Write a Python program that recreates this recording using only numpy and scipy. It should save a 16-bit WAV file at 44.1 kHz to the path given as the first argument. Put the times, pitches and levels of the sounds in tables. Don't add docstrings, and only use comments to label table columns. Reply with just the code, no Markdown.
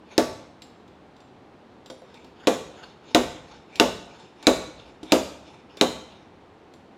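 import sys
import numpy as np
from scipy import signal
from scipy.fft import rfft, irfft
from scipy.io import wavfile

SR = 44100
rng = np.random.default_rng(int(sys.argv[2]) if len(sys.argv) > 2 else 0)


def transcribe(u):
    v = np.clip(np.atleast_2d(u).T, -1, 1)
    q = np.round(v * 32767).astype(np.int16)
    wavfile.write(sys.argv[1], SR, q)


N = 307377
TIME = np.arange(N) / SR


def from_db(db):
    return 10 ** (np.asarray(db) / 20)


def at_hz(table, hz, column=1):
    table = np.array(table)
    return np.interp(np.log(np.maximum(hz, 1)), np.log(table[:, 0]), table[:, column])


def coloured(noise, spectrum):
    hz = np.fft.rfftfreq(len(noise), 1 / SR)
    out = irfft(rfft(noise) * from_db(at_hz(spectrum, hz)), len(noise))
    return out / np.std(out)


def wander(per_s):
    return np.interp(TIME * per_s, np.arange(N), rng.standard_normal(N))


def struck(tones, times, db, tilt_db=0, scatter_db=2, detune=0.01):
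    hz, tone_db, fade_s = np.transpose(tones)[:, :, None]
    t = TIME[:int(SR * min(fade_s.max(), 0.5))]
    out = np.zeros(N + SR)
    octaves = np.log2(hz / np.median(hz))
    direction = (-1) ** np.arange(len(hz))[:, None]
    for s, level_db, slope_db in np.broadcast(times, db, tilt_db):
        strength, shift = rng.standard_normal((2, len(hz), 1))
        start_db = level_db + tone_db + slope_db * octaves + scatter_db * strength
        waves = direction * np.sin(2 * np.pi * hz * (1 + detune * shift) * t)
        start = round(s * SR)
        out[start:start + len(t)] += np.sum(from_db(start_db - 60 * t / fade_s) * waves, axis=0)
    return out[:N]


def chatter(spectrum, times, db, fade_s, grain_db):
    grains = rng.standard_normal(N) * from_db(grain_db * rng.standard_normal(N))
    knocks = np.zeros(N)
    knocks[np.round(times * SR).astype(int)] = from_db(db)
    dying = signal.lfilter([1], [1, -from_db(-60 / (fade_s * SR))], knocks + 1e-18)
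    return dying * coloured(grains, spectrum)


# (pitch [Hz], level [dB])
RUMBLE_SPECTRUM = [(15, -42.5), (25, -10.5), (48, -13), (80, -3.5), (117, -6), (236, -1), (394, -2.5),
                   (624, -8), (695, -8), (754, -6), (1520, -17), (4030, -26), (4870, -32), (7310, -40),
                   (16000, -59.5)]
def rumble(level_db=-51):
    return from_db(level_db) * coloured(rng.standard_normal(N), RUMBLE_SPECTRUM)


# (time at mid-stroke [s], rubbing level [dB])
RETURN_STROKES = [(2.18, -56.5), (2.83, -53.5), (3.52, -54.5), (4.18, -51.5), (4.84, -53.5), (5.51, -56),
                  (6.14, -60)]
def strokes(pull_s=0.14, pull_db=-47.5, return_s=0.32):
    pulls = returns = 0
    for s, *_ in BLOWS:
        speed = np.clip(1 - (s - TIME) / pull_s, 0, 1) * (TIME < s)
        pulls += from_db(pull_db) * speed ** 1.2
    for s, db in RETURN_STROKES:
        progress = np.clip((TIME - s) / return_s, -0.5, 0.5)
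        returns += from_db(db) * np.cos(np.pi * progress) ** 2
    return pulls + returns


# (pitch [Hz], width [Hz], level [dB])
RASP_TONES = [(871, 80, 7), (1490, 190, 4), (2348, 220, 2.5), (2780, 400, 0.5), (3640, 240, 2),
              (4400, 250, -4.5), (5260, 310, -4.5), (6370, 450, -11), (7150, 320, -10.5), (9750, 1500, -21)]
def slides(grain_db=3, catch_db=3.5, flutter_db=4.5, dull_hz=7800, body_db=-3.5):
    friction = rng.standard_normal(N)
    friction *= from_db(grain_db * rng.standard_normal(N) + catch_db * wander(per_s=79))
    rasp = 0
    for k, (hz, width_hz, db) in enumerate(RASP_TONES):
        b, a = signal.iirpeak(hz, hz / width_hz, fs=SR)
        push = friction * from_db(db + flutter_db * wander(per_s=25))
        rasp += (-1) ** k * signal.lfilter(b, a, push)
    rasp = signal.sosfilt(signal.butter(2, dull_hz, fs=SR, output="sos"), rasp)
    body = from_db(body_db) * coloured(friction, BODY_SPECTRUM)
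    return strokes() * (rasp / np.std(rasp) + body)


# (time [s], panel level [dB], steel level [dB], steel brightness [dB per octave])
BLOWS = [(0.1794, -4.5, -4, 5), (2.4711, -3, -9, -5.5), (3.1474, 0, 0.5, 2.5), (3.7984, 0, 1, -6.5),
         (4.4690, 0, 2.5, 0), (5.1209, -0.5, -0.5, -4.5), (5.8117, -3, 0, -7.5)]
# (pitch [Hz], level [dB], fade time [s])
STEEL_TONES = [(2050, -24.5, 0.008), (2450, -12.5, 0.0094), (2770, -14, 0.017), (3100, -10.5, 0.008),
               (3650, -9, 0.011), (3990, -8, .011), (4870, -11.5, 0.007), (5420, -14, 0.009),
               (6640, -16.5, .008), (7360, -24, 0.009), (11280, -29.5, 0.0042), (12900, -32.5, 0.005)]
# (pitch [Hz], level [dB], fade time [s])
ROD_TONES = [(3600, -13.5, .1), (5700, -21.5, 0.11), (7300, -18, 0.16), (7530, -16, .06), (9760, -24, 0.08),
             (12150, -26.5, .05), (14500, -30, .04)]
# (pitch [Hz], level [dB])
BUZZ_SPECTRUM = [(700, -4.5), (1300, 4), (1800, 3.5), (3800, 5), (4500, -1), (6800, 1), (8500, -8.5),
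                 (12000, -14.5), (16000, -23.5)]
def cracks():
    times, _, steel_db, tilt_db = np.transpose(BLOWS)
    ring = struck(STEEL_TONES, times, steel_db + 0.6, tilt_db, scatter_db=3.15, detune=0.0029)
    ping = struck(ROD_TONES, times, steel_db - 26, scatter_db=1.5, detune=0.0018)
    burst = chatter(BUZZ_SPECTRUM, times, steel_db - 10, fade_s=0.014, grain_db=0.5)
    return ring + ping + burst


# (pitch [Hz], level [dB], fade time [s])
PANEL_TONES = [(64.6, -47.5, 0.41), (80, -45, 0.21), (118, -52.5, 0.49), (155, -45, 0.86),
               (182.3, -39, 0.6), (211.1, -32, 0.37), (248.9, -17, 0.27), (260.5, -16, 0.14),
               (313.5, -9, 0.12), (383, -28, 0.38), (394.4, -22.5, 0.19), (429, -13, 0.091),
               (454, -22.5, 0.072), (518, -15, 0.21), (575, -24, 0.16), (560.2, -20.5, 0.26),
               (635, -26, 0.33), (682.7, -14.5, 0.12), (700.7, -13.5, 0.12), (802, -27, 0.17),
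               (896.7, -23, 0.15), (993, -30, 0.046), (1148, -35.5, 0.17), (1148, -24, 0.26),
               (1287, -35, 0.1), (1350, -31.5, 0.089), (1486, -25.5, 0.072)]
# (pitch [Hz], level [dB])
BODY_SPECTRUM = [(40, -31.5), (150, -20), (240, -5.5), (370, -1), (480, -2.5), (720, -7), (950, -11),
                 (1500, -18.5), (2500, -24.5), (8000, -60.5)]
def booms(tab_lag_s=0.00057, heave_hz=330, heave_db=-8, heave_fade_s=0.0077, heave_cut_hz=190):
    times, panel_db, _, _ = np.transpose(BLOWS)
    pulled = times + tab_lag_s
    heave = struck([(heave_hz, heave_db, heave_fade_s)], pulled, panel_db)
    heave = signal.sosfilt(signal.butter(2, heave_cut_hz, "high", fs=SR, output="sos"), heave)
    ring = struck(PANEL_TONES, pulled, panel_db - 0.4, scatter_db=2, detune=0.007)
    shudder = chatter(BODY_SPECTRUM, pulled, panel_db - 14.5, fade_s=0.27, grain_db=2.5)
    buzz = chatter(BUZZ_SPECTRUM, times, panel_db - 18, fade_s=0.1, grain_db=4.5)
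    return heave + ring + shudder + buzz


# (time [s], clink level [dB], panel level [dB])
TAPS = [(0.6199, -40.5, -47), (0.879, -56.5, -56), (1.1652, -55.5, -58), (1.2033, -54, -43),
        (1.8601, -44.5, -40), (1.9003, -38, -29.5), (2.02, -72, -37), (2.143, -50.5, -49),
        (2.2455, -53, -38), (3.7567, -33.5, -48), (4.4269, -38.5, -32.5), (5.0309, -41.5, -33.5),
        (5.7714, -41, -35.5), (6.7378, -50, -41)]
# (pitch [Hz], level [dB])
CLINK_SPECTRUM = [(800, -22), (2000, -0.5), (3600, 9), (5800, 0), (7500, -7), (9000, -12.5), (16000, -32.5)]
def taps():
    times, clink_db, panel_db = np.transpose(TAPS)
    clink = chatter(CLINK_SPECTRUM, times, clink_db, fade_s=0.041, grain_db=3.5)
    ring = struck(ROD_TONES, times, clink_db - 0.5, scatter_db=4, detune=0.0067)
    clunk = struck(PANEL_TONES, times, panel_db - 1, scatter_db=4.5, detune=0.0052)
    shudder = chatter(BODY_SPECTRUM, times, panel_db - 12, fade_s=0.11, grain_db=4.5)
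    return clink + ring + clunk + shudder


# (pitch [Hz], level against the direct sound [dB], fade time [s])
GARAGE_ECHO = [(70.5, 2, 1), (312.7, -15.5, 0.53), (700, -11.5, 0.72), (1500, -9, 0.67), (3440, -5, 0.61),
               (7000, -3.5, 0.56), (11000, -1.5, 0.41), (16000, -2.5, .28)]
def garage(sound, first_echo_s=0.0024, build_s=0.002):
    t = TIME[:SR]
    hz = np.fft.rfftfreq(SR, 1 / SR)
    noise_spectrum = rfft(rng.standard_normal(SR))
    edges_hz = np.geomspace(40, 18000, 19)
    build_up = 1 - np.exp(-np.maximum(t - first_echo_s, 0) / build_s)
    echo = 0
    for low, high in zip(edges_hz, edges_hz[1:]):
        centre = np.sqrt(low * high)
        band = irfft(noise_spectrum * (hz >= low) * (hz < high), SR)
        tail = band * build_up * from_db(-60 * t / at_hz(GARAGE_ECHO, centre, column=2))
        tail *= np.sqrt(2 * (high - low) / SR / np.sum(tail ** 2))
        echo += tail * from_db(at_hz(GARAGE_ECHO, centre))
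    return signal.fftconvolve(sound, echo)[:N]


def scene(crack_echo_db=-8, sway_rad_per_s=2.026):
    crack = cracks()
    tool_and_panel = booms() + taps() + slides()
    into_room = tool_and_panel + from_db(crack_echo_db) * crack
    sway = sway_rad_per_s * TIME
    echoes = garage(into_room * np.cos(sway)) + garage(into_room * np.sin(sway))
    return (crack + tool_and_panel + echoes + rumble())[None]


def record(dry, low_cut_hz=42, ceiling=1.05, high_cut_hz=16000):
    thinned = signal.sosfilt(signal.butter(2, low_cut_hz, "high", fs=SR, output="sos"), dry)
    rounded = ceiling * np.tanh(thinned / ceiling)
    return signal.sosfilt(signal.ellip(10, 0.1, 80, high_cut_hz, fs=SR, output="sos"), rounded)


dry = scene()
out = record(dry)
transcribe(out)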